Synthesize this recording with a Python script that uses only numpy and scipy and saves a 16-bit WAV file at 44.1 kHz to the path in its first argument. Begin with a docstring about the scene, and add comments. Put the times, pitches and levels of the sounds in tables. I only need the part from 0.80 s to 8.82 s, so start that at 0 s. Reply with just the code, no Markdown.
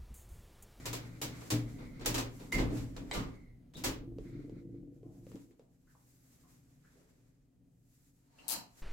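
"""Sandals in a small old lift

Inside the cab, on a phone's stereo microphone, hard walls close all round. Sandals slap in, the floor
booms under the weight and a metal sill clanks. A catch snaps; the door rolls shut on worn rollers and
settles, leaving the motor humming through the panels. Clothes rustle, and near the end a strap rasps
right beside the left microphone port."""
import sys
import numpy as np
from scipy import signal
from scipy.fft import rfft, irfft, next_fast_len
from scipy.io import wavfile
from scipy.ndimage import uniform_filter1d

SR = 44100
rng = np.random.default_rng(int(sys.argv[2]) if len(sys.argv) > 2 else 0)


def int16_out(signal):
    """Quantize to a 16-bit WAV file."""
    q = np.round(np.clip(np.atleast_2d(signal).T, -1, 1) * 32767)
    wavfile.write(sys.argv[1], SR, q.astype(np.int16))


N = 353682
TIME = np.arange(N) / SR
CRACKLE_S = .02  # the longest decay of a contact's crackle

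# Footfalls. Each row: start in seconds, slap in dB, treble tilt in dB per octave, contact in ms,
# floor boom in dB, panel shudder in dB, shudder decay in seconds.
STEPS = [(0.056, -33, -1, 5.1, -41.5, -51.5, 0.04), (0.13, -33.5, -1, 5.2, -43.5, -57, 0.025),
         (0.415, -31, 0, 8.1, -40.5, -47, 0.065), (0.703, -28, -0.5, 5.5, -24.5, -46, 0.72),
         (1.195, -48.5, -6, 4, -47, -50.5, 0.075), (1.259, -25, 0.5, 2.9, -33, -40, 0.11),
         (1.343, -28, -2.5, 4.9, -39, -44, 0.053), (1.594, -46, -6, 170, -45.5, -56.5, 0.083),
         (1.72, -34, -2, 16, -59, -34.5, 0.11), (1.746, -37, -3.5, 12, -49.5, -27.5, 0.027),
         (1.781, -28, -6.5, 20, -36.5, -28.5, 0.06), (1.9, -39.5, -12, 27, -32.5, -38, 0.14),
         (2.165, -43, -5.5, 0.32, -44.5, -44.5, 0.19), (2.334, -31, -3, 310, -46.5, -34, 0.066),
         (2.937, -54, -3.5, 3.3, -61, -45, 0.29), (3.038, -26, -0.5, 20, -37.5, -38, 0.017)]


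def amp(db):
    """Decibels to gain."""
    return 10 ** (np.asarray(db) / 20)


def unit(x):
    """Scale to rms 1."""
    return x / np.sqrt(np.mean(x ** 2))


def blow(x, db):
    """Scale a transient so that its energy, spread over 20 ms, has this level."""
    return x * amp(db) * np.sqrt(SR / 50 / np.sum(x ** 2))


def lookup(hz, rows):
    """Read (Hz, value) rows on a log-frequency axis."""
    points, values = np.transpose(rows)
    return np.interp(np.log(hz + 1), np.log(points), values)


def colour(x, rows, tilt_db=0, size=8192):
    """Causal filter through (Hz, dB) points, treble tilted per octave; white noise keeps its power."""
    hz = np.fft.rfftfreq(size, 1 / SR)
    curve_db = lookup(hz, rows) + tilt_db * np.log2(1 + hz / 1000)
    cepstrum = irfft(np.log(amp(curve_db)))
    response = irfft(np.exp(rfft(2 * cepstrum[:size // 2], size)))  # minimum phase
    response /= np.linalg.norm(response)
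    n = next_fast_len(x.shape[-1] + size)
    return irfft(rfft(x, n) * rfft(response, n), n)[..., :x.shape[-1]]


def noise(rows, channels=1):
    """Coloured noise, rms 1, unrelated between channels."""
    return unit(colour(rng.standard_normal((channels, N)), rows))


def wander(per_s):
    """Smooth random drift, rms 1, with per_s new values a second."""
    hold = int(SR / per_s)
    stairs = np.repeat(rng.standard_normal(N // hold + 1), hold)
    return unit(uniform_filter1d(uniform_filter1d(stairs, hold), hold)[:N])


def stroke(peak_s, rise_s, fall_s, roundness=0.6, t=TIME):
    """Gain of one movement: up 20 dB over rise_s to 1 at its peak, down 20 dB over fall_s."""
    away = np.maximum((peak_s - t) / rise_s, (t - peak_s) / fall_s)
    return amp(-20 * np.minimum(np.abs(away) ** roundness, 10))


def burst(decay_s):
    """A second of dense tiny impacts that die away."""
    return rng.standard_normal(SR) * np.exp(-TIME[:SR] / max(decay_s, 1 / SR))


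def ring(modes):
    """A second of struck (Hz, dB, t60 in seconds) modes."""
    t = TIME[:SR]
    return sum(amp(db) * np.sin(2 * np.pi * hz * t) * np.exp(-np.log(1000) * t / t60)
               for hz, db, t60 in modes)


def resonance(hz, width_hz):
    """A short, rounded ring of a damped part."""
    t = TIME[:SR // 8]
    return t * np.exp(-np.pi * width_hz * t) * np.sin(2 * np.pi * hz * t)


def add(out, s, x):
    """Mix x into out at s seconds."""
    i = max(int(s * SR), 0)
    out[..., i:i + x.shape[-1]] += x[..., :N - i]


def echoes(contact_s=1e-5, spread=1.13, bass_spread=0.25, size=24576):
    """Close hard walls: a dense tail that builds during contact, alike at both ports only in the bass."""
    # How long the cab rings. Each row: frequency in Hz, t60 in seconds.
    ring_times = np.array([(150, 0.5), (500, 0.41), (1200, 0.36), (2500, 0.3), (5000, 0.25), (9000, 0.19),
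                           (16000, 0.22)])
    t, hz = TIME[:size], np.fft.rfftfreq(size, 1 / SR)
    mid, side = rfft(rng.standard_normal((2, size)))
    width = np.hypot(bass_spread, spread * hz / np.hypot(hz, 560))
    field = (mid + width * side * np.array([[1], [-1]])) / np.hypot(1, width)
    tail = 0
    for share, (_, t60) in zip(np.eye(len(ring_times)), ring_times):
        band = lookup(hz, np.column_stack([ring_times[:, 0], share]))
        tail = tail + irfft(field * band) * np.exp(-np.log(1000) * t / t60)
    tail = tail * np.sqrt(1 - np.exp(-t / contact_s))
    return tail / np.linalg.norm(tail, axis=1, keepdims=True)


def cab(x, direct_db, bass_spread=0.22):
    """A source at the microphone: its direct sound, direct_db above the walls' echoes that follow."""
    response = echoes(bass_spread=bass_spread)
    response[:, 0] += amp(direct_db)
    return signal.fftconvolve(x[None], response / np.hypot(1, amp(direct_db)), axes=1)[:, :N]


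def motor():
    """Wavering motor tones come through the walls over a bed of moving air."""
    # Motor tones, then the spectrum of the shaft's air. Each row: frequency in Hz, relative level in dB.
    tones = [(70, -79), (118.8, -73), (141, -79), (176.5, -77), (241, -78.5), (281, -81), (565, -100)]
    air_spectrum = [(20, -9.5), (60, -10), (90, -9), (120, 2.5), (200, -11), (285, -1.5), (340, -12),
                    (450, -15.5), (700, -26), (1200, -35), (4000, -40.5), (16000, -43)]
    # The rise and fall of both. Each row: time in seconds, gain in dB.
    swell = [(0, 17), (4.8, -2), (5.9, 1.5), (6.6, -3), (6.87, 0), (7.1, -2.5), (8.02, -6.5)]
    waver_hz, waver_db = 2.3, 2.9
    hum = 0
    for hz, db in tones:
        phase = 2 * np.pi * np.cumsum(hz + waver_hz * wander(7.7)) / SR
        hum = hum + np.sqrt(2) * amp(db + waver_db * wander(8.6)) * np.sin(phase)
    air = cab(amp(-71.0) * noise(air_spectrum)[0], direct_db=-0.5, bass_spread=0.43)
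    return (hum + air) * amp(np.interp(TIME, *np.transpose(swell)))


def sway():
    """The cab rumbles on its ropes, most after each lurch and while the door rolls."""
    # Shifts of weight. Each row: peak in seconds, level in dB.
    lurches = [(0, -53.5), (.42, -54.5), (1.277, -46), (1.79, -39.5), (2.38, -51), (3.05, -45.5)]
    idle_db, door_share_db = -77, -14.5
    lurch_power = sum((amp(db) * stroke(s, rise_s=0.044, fall_s=0.68, roundness=0.88)) ** 2
                      for s, db in lurches)
    gain = np.sqrt(lurch_power + (amp(door_share_db) * door_effort()) ** 2 + amp(idle_db) ** 2)
    rumble = noise([(12, -25.0), (24, -1.5), (33, 7.5), (48, 3), (68, 1.5), (90, -18.0), (200, -64.5)])
    return amp([[-1.5], [1]]) * gain * rumble


def clothes():
    """Cloth slides on cloth with a fine, flickering hiss from all sides, some strokes brighter."""
    # The spectrum of cloth. 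Each row: frequency in Hz, relative level in dB.
    cloth = [(150, -1.5), (430, 5), (800, -0.5), (2000, 0), (3200, -5.5), (5500, -2), (7500, 1.5),
             (9000, -5.5), (12500, -3.5), (16000, -12)]
    # Swishes. Each row: peak in seconds, level in dB, rise and fall in seconds, tilt in dB per octave.
    swishes = [(0, -58.5, .3, 0.73, -2.4), (0.669, -57, 0.383, 0.57, -2.1), (1.622, -63, 0.27, 0.42, 0.2),
               (1.97, -52.5, 0.13, 0.23, -3.1), (2.4, -55.5, 0.44, 0.21, -5.5),
               (3.418, -72, 0.095, 0.72, -1.5), (4.54, -67.5, 0.39, 0.28, 1), (5.3, -70, 0.23, 0.91, 4.7),
               (5.62, -71, 1, 0.85, .4), (6.221, -72.5, 0.94, 0.55, -2), (7.19, -72, 0.34, 0.45, 3),
               (7.641, -67, 0.24, 0.4, -2.5), (8.0, -64.5, 0.18, .2, 0)]
    flicker_db = 1.8
    out = 0
    for s, db, rise_s, fall_s, tilt_db in swishes:
        hiss = colour(rng.standard_normal((2, N)), cloth, tilt_db)
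        out = out + amp(db) * stroke(s, rise_s, fall_s, roundness=1.06) * hiss
    return out * amp(flicker_db * wander(35))


def squeal(phase, flutter_per_s=380):
    """Catching metal sings in a narrow resonance: a tone whose level and phase flutter."""
    return wander(flutter_per_s) * np.cos(phase) + wander(flutter_per_s) * np.sin(phase)


def door_track():
    """Dry metal scrapes along the door track and squeals, sinking in pitch as it slows."""
    # The scrape's spectrum. Each row: frequency in Hz, relative level in dB.
    spectrum = [(600, -20.5), (1450, -13), (1700, -17.5), (2120, -10), (2380, -14), (2600, -23.5),
                (3200, -26), (4000, -20.5), (5200, -27), (12000, -44)]
    # Slides. Each row: peak in seconds, scrape in dB, squeal in dB, rise and fall in seconds.
    slides = [(0.05, -65.5, -92, 0.83, 2.5), (1.05, -69, -68.5, 0.28, 0.72), (2.6, -79.5, -70, 0.34, 0.22),
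              (3.47, -70.5, -80, 0.09, 0.47)]
    full_speed_hz, sag_hz, octave_db = 2114, 113, -21
    scraping, singing, speed = np.zeros((3, N))
    for s, scrape_db, squeal_db, rise_s, fall_s in slides:
        slide = stroke(s, rise_s, fall_s, roundness=1.25)
        scraping = np.hypot(scraping, amp(scrape_db) * slide)
        singing = np.hypot(singing, amp(squeal_db) * slide)
        speed = np.maximum(speed, slide)
    phase = 2 * np.pi * np.cumsum(full_speed_hz - sag_hz * (1 - speed) ** 2) / SR
    tone = squeal(phase) + amp(octave_db) * squeal(2 * phase)
    scrape = noise(spectrum, channels=2) * scraping * amp(4.6 * wander(23))
    return scrape + cab(tone * singing, direct_db=4.0)


def slap(db, tilt_db, contact_s, direct_db=-12):
    """A short crackle of contact, swallowed at once by its own echoes."""
    # The spectrum of a slap or click. Each row: frequency in Hz, relative level in dB.
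    spectrum = [(120, -34), (300, -6), (500, -7.5), (660, -14), (950, -12), (1500, -15), (2300, -12.5),
                (5800, -12), (7600, -11), (9000, -17), (15000, -18)]
    tail = echoes(contact_s)
    crackle = unit(burst(min(contact_s, CRACKLE_S)))[:tail.shape[1]] / np.sqrt(SR)
    return blow(colour(tail + amp(direct_db) * crackle, spectrum, tilt_db), db)


def sandals_and_ticks():
    """Soles slap the floor among lighter scuffs and ticks; each sets the wall boards ringing."""
    # Light scuffs and crisp ticks, including the click of the catch.
    # Each row: start in seconds, level in dB, treble tilt in dB per octave, contact in ms.
    scuffs_and_ticks = [(0.612, -47.5, -7, 3.7), (0.984, -46, -11.5, 20), (1.21, -41, -6.5, 12.3),
                        (1.249, -38, -6.5, 3.1), (1.380, -30, -2, 2.2), (1.969, -44.5, -2.5, 17),
                        (2.312, -39.5, -6, 0.34), (2.967, -45, -0.5, 140), (7.585, -62, -4, .5)]
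    # The boards' hollow modes. Each row: frequency in Hz, relative level in dB, t60 in seconds.
    boards = [(395, -7, 0.52), (476, -1.5, 0.36), (569, -4.5, 0.18), (799, -1, 0.13), (960, 1, 0.2),
              (1254, -1, .16), (2410, -3, .08), (3750, -0.5, .1), (4260, -2, 0.11)]
    out = np.zeros((2, N))
    for s, db, tilt_db, contact_ms, *_ in STEPS + scuffs_and_ticks:
        contact_s = contact_ms / 1000
        add(out, s, slap(db, tilt_db, contact_s))
        crackles = [burst(min(contact_s, CRACKLE_S))[:SR // 4] for port in range(2)]
        knock = np.array([signal.fftconvolve(crackle, ring(boards)) for crackle in crackles])
        add(out, s, blow(knock, db - 14.5))
    return out


def floor():
    """Just after each footfall's slap, body weight booms the floor and shakes the panels."""
    # Modes of the floor and walls. Each row: frequency in Hz, relative level in dB, t60 in seconds.
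    modes = [(47, -20.5, .5), (117.97, -1.5, 0.69), (162.7, -12, 0.33), (237.5, -11, 0.51),
             (277.5, -6.5, 0.4), (303, -2.5, 0.4), (421, -14.5, 0.39), (510, -16.5, 0.34),
             (645, -18.5, 0.28)]
    # The spectrum of loose panels. Each row: frequency in Hz, relative level in dB.
    panels = [(20, -6), (35, 0), (65, -3.5), (95, -11), (117, 7), (145, -0.5), (163, -2), (188, -2.5),
              (215, -6), (280, 4), (370, -14), (480, -17.5), (700, -25), (1500, -49.5)]
    weight_lag_s, heel_load_s = .016, 0.0075  # a soft heel loads the floor gradually
    boom, shudder = np.zeros((2, N))
    thump = ring(modes) * (1 - np.exp(-TIME[:SR] / heel_load_s))
    for s, *_, boom_db, shudder_db, decay_s in STEPS:
        add(boom, s + weight_lag_s, amp(boom_db) * thump)
        add(shudder, s + weight_lag_s, amp(shudder_db) * colour(burst(decay_s), panels))
    return boom * amp([[.6], [-.6]]) + cab(shudder, direct_db=1.0, bass_spread=0.19)


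def sill():
    """The metal sill clanks under a rubber sole, to the right of the microphone."""
    # The sill's modes. Each row: frequency in Hz, relative level in dB, t60 in seconds.
    modes = [(1990, -7, .06), (2067, -1, .1), (2105, 0, .11), (2200, -7, .06), (2850, -10, .04),
             (4690, -12, .05), (6900, -17, .1), (7490, -17, .1), (10280, -17, .1), (13600, -16, .045)]
    # Treads on the sill. Each row: start in seconds, level in dB before panning.
    treads = [(1.724, -35.5), (1.745, -39.5), (1.779, -44.5)]
    sole_load_s = 0.00084
    clank = ring(modes) * (1 - np.exp(-TIME[:SR] / sole_load_s))
    out = np.zeros((2, N))
    for s, db in treads:
        add(out, s, amp([[-.5], [4.5]]) * cab(blow(clank, db), direct_db=0.5))
    return out


def latch(start_s=2.3125):
    """A metal catch snaps once with a short, dull clack."""
    # Its damped resonances. Each row: frequency in Hz, relative level in dB.
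    modes = [(942, -0.5), (2100, 2.5), (3074, -2), (3924, 0.5), (4683, -9), (6900, -15.5), (7900, -5.5)]
    clack = sum(amp(db) * resonance(hz, width_hz=420) for hz, db in modes)
    out = np.zeros((2, N))
    add(out, start_s, cab(blow(clack, db=-39), direct_db=-7.0))
    return out


def rubs():
    """Small ticks and creaks: brief spells of friction, each through one resonance."""
    # Each row: start in seconds, level in dB, resonance in Hz, decay in seconds.
    spells = [(2.347, -42, 1240, 0.03), (2.948, -55, 3750, 0.019), (4.235, -63, 682, 0.15),
              (4.8, -69, 680, 0.043), (5.070, -70.5, 1565, 0.052), (5.151, -66, 920, 0.0062),
              (5.637, -69.5, 960, .03), (6.04, -68, 1630, 0.032), (6.15, -64, 435, 0.15),
              (7.585, -61.5, 2760, 0.017)]
    out = np.zeros(N)
    for s, db, hz, decay_s in spells:
        rub = signal.fftconvolve(burst(decay_s), resonance(hz, width_hz=440))
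        add(out, s, blow(rub, db))
    return cab(out, direct_db=-1.0)


def door_effort():
    """Gain of the door's run: it gathers speed, cruises, brakes, presses home and runs out."""
    cruise_s, brake_s, home_s = 3.23, 3.795, 4.55
    start_db_per_s, brake_db_per_s, runout_db_per_s = 153, 13.5, 43
    starting = start_db_per_s * np.maximum(cruise_s - TIME, 0)
    braking = brake_db_per_s * np.maximum(TIME - brake_s, 0)
    running_out = runout_db_per_s * np.maximum(TIME - home_s, 0)
    pressing = amp(-47.5) * stroke(home_s, rise_s=0.15, fall_s=0.032)
    return amp(-46.5 - starting - braking - running_out) + pressing


def door():
    """Worn rollers bump the leaf once a turn, and the gear knocks as the door settles."""
    # The door leaf's spectrum. Each row: frequency in Hz, relative level in dB.
    leaf = [(60, -25.5), (98, -12.5), (115, 8.5), (130, -8.5), (143, 10.5), (163, -14.5), (179, 6.5),
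            (212, -18), (268, 4.5), (297, 4), (322, -4), (341, 3), (362, -21), (430, -10), (492, -12.5),
            (700, -29), (1200, -64.5)]
    # The rollers' hardest bumps. Each row: start in seconds, level in dB.
    hard_bumps = [(3.507, -53.5), (3.550, -48), (3.591, -45.5), (3.646, -49), (3.725, -50.5), (3.927, -52),
                  (4.262, -51.5)]
    # Knocks of the gear. Each row: start in seconds, thud in dB, thud pitch in Hz, click in dB.
    knocks = [(3.385, -46, 421, -57.5), (3.696, -49, 339, -64), (4.231, -54.5, 399, -74.5),
              (4.467, -57.5, 496, -63), (4.517, -65, 422, -56.5), (4.557, -60, 480, -57),
              (4.71, -65.5, 380, -66.5), (4.795, -61, 470, -65.5)]
    roller_hz, scatter_db = 23.41, 1
    turn = np.cumsum(roller_hz * (1 + .12 * wander(31))) / SR % 1
    push = unit(0.18 + np.exp(-turn / .16)) * rng.standard_normal(N)
    flat_spots = (np.diff(turn, prepend=0) < 0) * amp(scatter_db * rng.standard_normal(N))
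    knock = resonance(hz=304, width_hz=210)
    bump = signal.fftconvolve(knock, knock)  # twice: the tyre softens the bump
    bumps = signal.fftconvolve(flat_spots, bump)[:N]
    rolling = (amp(-2.5) * unit(colour(push, leaf)) + amp(-16.5) * unit(bumps)) * door_effort()
    thuds, clicks = np.zeros(N), np.zeros((2, N))
    for s, db in hard_bumps:
        add(thuds, s, blow(bump, db))
    for s, thud_db, hz, click_db in knocks:
        add(thuds, s, blow(resonance(hz, width_hz=154), thud_db))
        add(clicks, s, slap(click_db, tilt_db=-7.0, contact_s=0.0011, direct_db=-2.0))
    return cab(rolling, direct_db=6.5, bass_spread=0.24) + cab(thuds, direct_db=7.5) + clicks


def strap(snags=9):
    """A strap creeps, then slips in even snags, sharp at the left port and thrown back by the walls."""
    # Spectra of the strap in the cab, right at the port, and of its low thud.
    # Each row: frequency in Hz, relative level in dB.
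    in_cab = [(100, -16), (250, 0), (420, -11), (750, 2), (820, -2), (912, 7), (1050, -3), (2050, -8),
              (2850, -1), (3270, -3), (3520, -17), (4050, 7), (6000, -1), (7500, 4), (9000, -1.5),
              (12000, 1), (16000, -11)]
    at_port = [(300, -25), (2800, -17.5), (3520, -11.5), (4000, -7), (7000, -7), (10000, -1), (16000, -6)]
    bass = [(60, -39), (125, 7), (170, -13), (245, 9), (340, -6), (600, -21), (1500, -51)]
    start_s, gap_s, base_db = 7.6818, .00788, -44
    out = np.zeros((2, N))
    for s in start_s + gap_s * np.arange(snags):
        pull = stroke(peak_s=7.701, rise_s=.031, fall_s=.048, roundness=4.8, t=s)
        snag = blow(burst(0.0002) + 0.35 * burst(0.0045), base_db)
        add(out, s, pull * colour(snag, at_port) * amp([[8.5], [-10]]))
        thrown_back = colour(echoes(contact_s=0.026), in_cab)
        add(out, s, pull * blow(thrown_back, base_db + 6.5))
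    creep = unit(colour(rng.standard_normal((2, N)), in_cab, tilt_db=-8.5))
    out += amp(-59) * creep * stroke(start_s, rise_s=0.17, fall_s=0.079, roundness=1.15)
    thud = colour(echoes(contact_s=0.0052), bass)
    add(out, start_s + 0.055, blow(thud, db=-48))  # the walls' bass arrives late
    return out


def scene():
    """Everything in the cab; the low sounds lean a little to the left."""
    bright = sandals_and_ticks() + sill() + latch() + clothes() + rubs() + door_track() + strap()
    low = floor() + sway() + door() + motor()
    return bright + amp([[.3], [-.3]]) * low


def record(dry):
    """The phone cuts the top treble steeply."""
    top_hz = 16200
    return signal.sosfilt(signal.ellip(10, .2, 70, top_hz, fs=SR, output="sos"), dry)


dry = scene()
out = record(dry)
int16_out(out)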